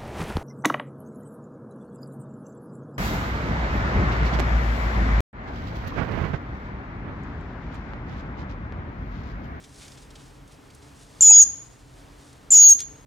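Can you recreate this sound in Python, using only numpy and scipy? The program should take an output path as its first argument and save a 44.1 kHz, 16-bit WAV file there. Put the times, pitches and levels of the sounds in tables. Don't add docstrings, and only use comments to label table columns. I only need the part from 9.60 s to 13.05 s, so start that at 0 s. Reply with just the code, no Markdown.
import sys
import numpy as np
from scipy import signal
from scipy.fft import rfft, irfft, next_fast_len
from scipy.io import wavfile
from scipy.ndimage import uniform_filter1d, minimum_filter1d, map_coordinates

SR = 44100
rng = np.random.default_rng(int(sys.argv[2]) if len(sys.argv) > 2 else 0)


def transcribe(u):
    v = np.clip(np.atleast_2d(u).T, -1, 1)
    q = np.round(v * 32767).astype(np.int16)
    wavfile.write(sys.argv[1], SR, q)


def volts_from_decibels(level):
    exponent = np.asarray(level, float) / 20
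    return 10 ** exponent


N = 152145


def unit(x):
    return x / np.sqrt(np.mean(x ** 2) + 1e-20)


def along(points, hz):
    point_hz, value = np.transpose(points)
    return np.interp(np.log(hz + 1), np.log(point_hz + 1), value)


def wobble(rate_hz, count):
    knots = rng.standard_normal(int(count * rate_hz / SR) + 4)
    return map_coordinates(knots, [np.arange(count) * rate_hz / SR])


def filtered(x, response):
    size = next_fast_len(x.shape[-1] + 8192)
    spectrum = rfft(x, size) * response(np.fft.rfftfreq(size, 1 / SR))
    return irfft(spectrum, size)[..., :x.shape[-1]]


def noise(count, curve):
    return unit(filtered(rng.standard_normal(count), lambda hz: volts_from_decibels(along(curve, hz))))


# frequency_hz, likeness (1 = the same) [0 to 1]
LIKENESS = [(60, 1.0), (150, 0.94), (380, 0.66), (950, 0.24), (2380, 0.74), (5980, 1), (15000, 0.95)]
# frequency_hz, lead_rad
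LEFT_LEAD = [(40, .05), (90, .2), (200, 0.3), (430, .8), (860, 1.3), (1640, .5), (3270, 0.05), (15600, .03)]


def spread(pair, gain):
    def shares(hz):
        angle = np.arccos(np.clip(along(LIKENESS, hz), -1, 1)) / 2
        return gain(hz) * [np.cos(angle), np.sin(angle)]

    mid, side = filtered(pair, shares)
    stereo = np.array([mid + side, mid - side])
    return unit(filtered(stereo, lambda hz: np.exp(.5j * along(LEFT_LEAD, hz) * [[1], [-1]])))


def add(track, start_s, x):
    start = round(start_s * SR)
    part = track[..., start:start + x.shape[-1]]
    part += x[..., :part.shape[-1]]


def edges(count):
    fade_s = 0.00066
    t = np.arange(count) / SR
    return np.clip(np.minimum(t, t[::-1]) / fade_s, 0, 1)


# start_s, pitch_hz, level_db, quarters_db, eighths_or_second_voice_db, turbulence_db
CALLS = [
    [(1.614, 7262, -22, -38, -60.5, -18), (1.624, 7207, -11, -39, -49.5, -19),
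     (1.642, 6878, -14.5, -36.5, -50, -22), (1.68, 6804, -10, -27.5, -62, -29.5),
     (1.712, 6813, -4.5, -36, -24.5, -47), (1.735, 6703, -9, -27, -63, -35.5),
     (1.8, 6750, -4.5, -30, -41.5, -31), (1.83, 6630, -8.5, -27.5, -53.5, -25.5),
     (1.843, 6363, -29, -31, -54.5, -18.5)],
    [(2.913, 7374, -21, -54, -58, -16.5), (2.922, 7240, -12, -62, -46, -19),
     (2.945, 6876, -14, -46, -23.5, -24), (2.965, 6725, -10, -49.5, -34, -22),
     (3.02, 6704, -10, -62, -29.5, -26), (3.062, 6644, -9, -60, -30, -46),
     (3.095, 6648, -6.5, -55, -36, -21.5), (3.126, 6497, -9, -67, -59, -39.5),
     (3.137, 6516, -17.5, -60.5, -72, -47)],
]
OCTAVE_DB = [-44.5, -32]
# start_s, from_hz, to_hz, level_db
CHIPS = [
    (1.608, 6375, 7387, -9.5),
    (2.905, 6480, 7770, -15),
]


def fledgling():
    chip_s, rise_share = 0.008, .65
    rasp_db = -16
    voice = np.zeros(N)
    u = np.linspace(0, 1, round(chip_s * SR))
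    count = len(u)
    for rows, octave_db, second, chip in zip(CALLS, OCTAVE_DB, [eighths, weak_side], CHIPS):
        start_s, from_hz, to_hz, level_db = chip
        pitch_hz = from_hz + (to_hz - from_hz) * np.minimum(u / rise_share, 1)
        sweep = np.sin(2 * np.pi * np.cumsum(pitch_hz) / SR)
        rasp = 1 + volts_from_decibels(rasp_db) * wobble(3000, count) + volts_from_decibels(rasp_db - 9.5) * wobble(17000, count)
        level = volts_from_decibels(level_db - u + 1.7 * wobble(440, count))
        add(voice, start_s, level * edges(count) * rasp * sweep)
        add(voice, rows[0][0], whistle(rows, octave_db, second))
    return voice


# frequency_hz, level_db
ROUGH_COLOUR = [(2000, -15.5), (2700, -3), (6700, 8), (7600, -3.5), (9500, 3), (10800, -12), (12500, -5),
                (15300, -12)]


def whistle(rows, octave_db, second):
    close_db = 3.5
    start_s, *columns = np.transpose(rows)
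    t = np.arange(start_s[0], start_s[-1], 1 / SR)
    pitch_hz, level_db, quarters_db, second_db, rough_db = [np.interp(t, start_s, c) for c in columns]
    phase = 2 * np.pi * np.cumsum(pitch_hz) / SR
    count = len(t)

    extra = volts_from_decibels(quarters_db) * quarters(phase) + volts_from_decibels(second_db) * second(phase)
    extra += volts_from_decibels(rough_db + 1.2 * wobble(160, count)) * turbulence(phase)

    high_khz = np.maximum(pitch_hz - 6850, 0) / 1000
    octave = volts_from_decibels(octave_db - 14 * high_khz + 2.5 * wobble(40, count))
    flutter = volts_from_decibels(.5 * wobble(140, count))
    tone = flutter * np.sin(phase) + octave * np.sin(2 * phase + 0.45 * wobble(200, count))

    mouth = tone + breath(rough_db) + filtered(extra, lambda hz: volts_from_decibels(along(ROUGH_COLOUR, hz)))
    return np.sqrt(2) * volts_from_decibels(level_db + close_db) * edges(count) * mouth


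def subharmonics(phase, table, blur_hz, blur_rad):
    count = len(phase)
    total = np.zeros(count)
    for times, level_db in table:
        level = volts_from_decibels(level_db + 3.3 * wobble(blur_hz / 4, count) + 4.4 * wobble(30, count))
        total += level * np.sin(times * phase + blur_rad * wobble(blur_hz, count))
    return total


# quarters [count], level_db
QUARTERS = [(1, -4.5), (2, -9), (3, -1.5), (5, -1.5), (6, -8.5), (7, -6.5), (8, -7.5), (9, -8)]


def quarters(phase):
    return subharmonics(phase / 4, QUARTERS, blur_hz=450, blur_rad=.85)


# eighths [count], level_db
EIGHTHS = [(1, 9), (3, -4), (5, -20), (7, -4.5), (9, 10.5), (11, -16.5), (15, -15.5)]


def eighths(phase):
    return subharmonics(phase / 8, EIGHTHS, blur_hz=60, blur_rad=.3)


# times_pitch [ratio], times_gap [ratio], level_db
VOICE_MIX = [(1, -1, -3), (.2, 0.91, -10.5), (1.8, -0.2, -2), (1, -1.6, -9.5), (2.2, -.5, -2),
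             (.55, -1.3, -1.5)]


def weak_side(phase):
    from_hz, to_hz = 1050, 2800
    blur_hz, blur_rad = 1000, 1.3
    count = len(phase)
    gap = 2 * np.pi * np.cumsum(np.linspace(from_hz, to_hz, count)) / SR
    gap += blur_rad * wobble(blur_hz, count)
    total = np.zeros(count)
    for times_pitch, times_gap, level_db in VOICE_MIX:
        level = volts_from_decibels(level_db + 3 * wobble(120, count))
        total += level * np.sin(times_pitch * phase + times_gap * gap)
    return total


# distance_from_pitch_hz, level_db
SHAKE = [(30, -10), (200, -2), (450, -3.5), (1200, -7), (2500, -24.5), (5000, -14), (9000, -30)]


def turbulence(phase):
    octave_db, mouth_db = -9, -12.5
    mouth_times = 1.4
    shake_a, shake_b = [noise(len(phase), SHAKE) for _ in "ab"]
    around_pitch = shake_a * np.sin(phase) + shake_b * np.cos(phase)
    around_octave = volts_from_decibels(octave_db) * shake_b * np.sin(2 * phase)
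    around_mouth = volts_from_decibels(mouth_db) * shake_a * np.sin(mouth_times * phase)
    return around_pitch + around_octave + around_mouth


# frequency_hz, level_db
PUFF = [(120, -18.5), (300, 3), (900, 0), (1800, -10), (3000, -29.5)]


def breath(rough_db):
    return volts_from_decibels(-34.5) * noise(len(rough_db), PUFF) * volts_from_decibels(rough_db / 2)


# frequency_hz, time_to_fall_60_db_s
ROOM = [(2000, .45), (5200, 0.6), (6700, 0.42), (8500, .36), (13500, 0.33)]


def room(x):
    wide = 0.89
    hz, t, grid = signal.stft(rng.standard_normal((2, SR // 2)), SR, nperseg=256)
    decay = volts_from_decibels(-60 * t / along(ROOM, hz)[:, None])
    mid, side = signal.istft(grid * decay, SR, nperseg=256)[1]
    tail = np.array([mid + wide * side, mid - wide * side]) / np.linalg.norm(mid)
    delayed = np.pad(x, (300, 0))[None]
    return signal.fftconvolve(delayed, tail, axes=1)[:, :N]


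# frequency_hz, level_db [dB per Hz]
FEATHER = [(880, -42.5), (1500, -12), (2680, -6), (3020, -2.5), (3400, -1), (6450, 0), (9370, -2.5),
           (15800, -31.5)]
# start_s, level_db
RUSTLE = [(0, -65.5), (.11, -67), (0.148, -57), (.28, -60), (.32, -61.5), (.46, -67), (.49, -73),
          (.62, -64.5), (.74, -71), (.85, -80.5), (.92, -63.5), (.98, -74.5), (1.461, -63.5),
          (1.599, -66.5), (2.099, -67), (2.5, -72.5), (2.66, -62), (2.8, -73)]


def rustle():
    grains_per_s, rustle_db = 9000, 5
    s, level_db = np.transpose(RUSTLE)
    stirring_db = np.interp(np.arange(N) / SR, s, level_db)
    grains = (rng.random((2, N)) < grains_per_s / SR) * rng.standard_normal((2, N))
    level = volts_from_decibels(stirring_db + rustle_db + 1.6 * wobble(30, N))
    return level * spread(grains, lambda hz: volts_from_decibels(along(FEATHER, hz)))


# start_s, peak_db, length_s, brightness_db_per_octave
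SCRATCHES = [(0.04, -44.5, 0.017, -4), (0.203, -45, 0.06, -8), (0.282, -41.5, 0.0083, -2),
             (0.32, -44, 0.0093, -5), (0.374, -45, 0.017, -4), (0.419, -50.5, 0.023, -1),
             (0.506, -46, 0.011, -3), (0.556, -42.5, 0.012, -6), (0.59, -52.5, 0.033, -7),
             (0.877, -52.5, 0.0097, 4), (1.104, -48, 0.01, -4.5), (1.15, -45.5, 0.0083, 10.5),
             (1.22, -51, 0.027, -4), (2.731, -48, 0.00605, 1), (3.092, -20.5, 0.032, 4.5),
             (3.192, -32, 0.0084, -4.5), (3.206, -23, 0.0032, 1), (3.207, -38, 0.026, -3)]


def scratches():
    scratch_db = -1.5
    x = np.zeros((2, N))
    t = np.arange(SR // 10) / SR
    for start_s, peak_db, length_s, tilt_db in SCRATCHES:
        def colour(hz):
            return volts_from_decibels(along(FEATHER, hz) + tilt_db * np.log2((hz + 50) / 5000))

        scrape = spread(rng.standard_normal((2, len(t))), colour)
        w = t / max(length_s, .002)
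        swell = 4 * w * np.exp(-2.5 * w)
        add(x, start_s - .003, volts_from_decibels(peak_db + scratch_db) * swell * scrape)
    return x


# frequency_hz, level_db [dB per Hz]
AIR = [(20, -52.5), (36, -20.5), (90, -6.5), (500, -15.5), (900, -16), (8000, -37), (12500, -42.5),
       (15800, -47)]


def hiss():
    steady = spread(rng.standard_normal((2, N)), lambda hz: volts_from_decibels(along(AIR, hz)))
    return volts_from_decibels(-52 + 1.2 * wobble(7.5, N)) * steady


# pitch_hz, width_hz, level_db
HUM = [(42.4, 9.4, 1.5), (68.6, 32, -3.5), (131.7, 24, -1.5), (282.7, 33.7, -6), (430.6, 46, -13)]


def hum():
    def bumps(hz):
        power = 0
        for pitch_hz, width_hz, level_db in HUM:
            power = power + volts_from_decibels(2 * level_db) / (1 + ((hz - pitch_hz) / (width_hz / 2)) ** 4)
        return np.sqrt(power)

    return volts_from_decibels(-52 + 0.81 * wobble(1.6, N)) * spread(rng.standard_normal((2, N)), bumps)


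def scene():
    top_hz, top_order = 15300, 24
    port_turn_rad = .08
    pan_db, room_db = .25, -20.5
    bird = filtered(fledgling(), lambda hz: 1 / (1 + (hz / top_hz) ** top_order))
    first_call = np.arange(N) < 2.5 * SR
    wet = room(bird * first_call) + room(bird * ~first_call)
    turn = np.exp(1j * port_turn_rad * np.array([[1], [-1]]))
    direct = filtered(bird, lambda hz: turn + 0 * hz) * volts_from_decibels([[pan_db], [-pan_db]])
    return direct + volts_from_decibels(room_db) * wet + rustle() + scratches() + hiss() + hum()


def masked(x):
    above_db, above_db_per_band = 29.5, 2.2
    below_db, below_db_per_band = 29, 5
    soft_db = 1.2
    grid = signal.stft(x, nperseg=2048)[2]
    bands = grid[:, :1024].reshape(2, 64, 16, -1)
    level = 10 * np.log10((np.abs(bands) ** 2).sum((0, 2)) + 1e-20)
    band = np.arange(len(level))[:, None]

    up = above_db_per_band * band
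    hidden_above = np.maximum.accumulate(level + up, axis=0) - up - above_db
    down = below_db_per_band * band
    hidden_below = (np.maximum.accumulate(level[::-1] + down, axis=0) - down)[::-1] - below_db
    hidden = np.maximum(hidden_above, hidden_below)

    keep = np.repeat(.5 + .5 * np.tanh((level - hidden) / soft_db), 16, axis=0)
    keep = np.vstack([keep, keep[-1:]])
    return signal.istft(grid * keep, nperseg=2048)[1][:, :N]


def low_pass(x):
    return signal.sosfilt(signal.butter(12, 15990, fs=SR, output="sos"), x)


def record(dry):
    ceiling_db, firmness = -3.6, .8
    hold_s, glide_s = .007, .006
    peak = np.abs(dry).max(0) + 1e-9
    need = np.minimum(1, volts_from_decibels(ceiling_db) / peak) ** firmness
    held = minimum_filter1d(need, round(hold_s * SR))
    gain = uniform_filter1d(held, round(glide_s * SR))
    mix = masked(dry * gain)
    return low_pass(mix)


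dry = scene()
out = record(dry)
transcribe(out)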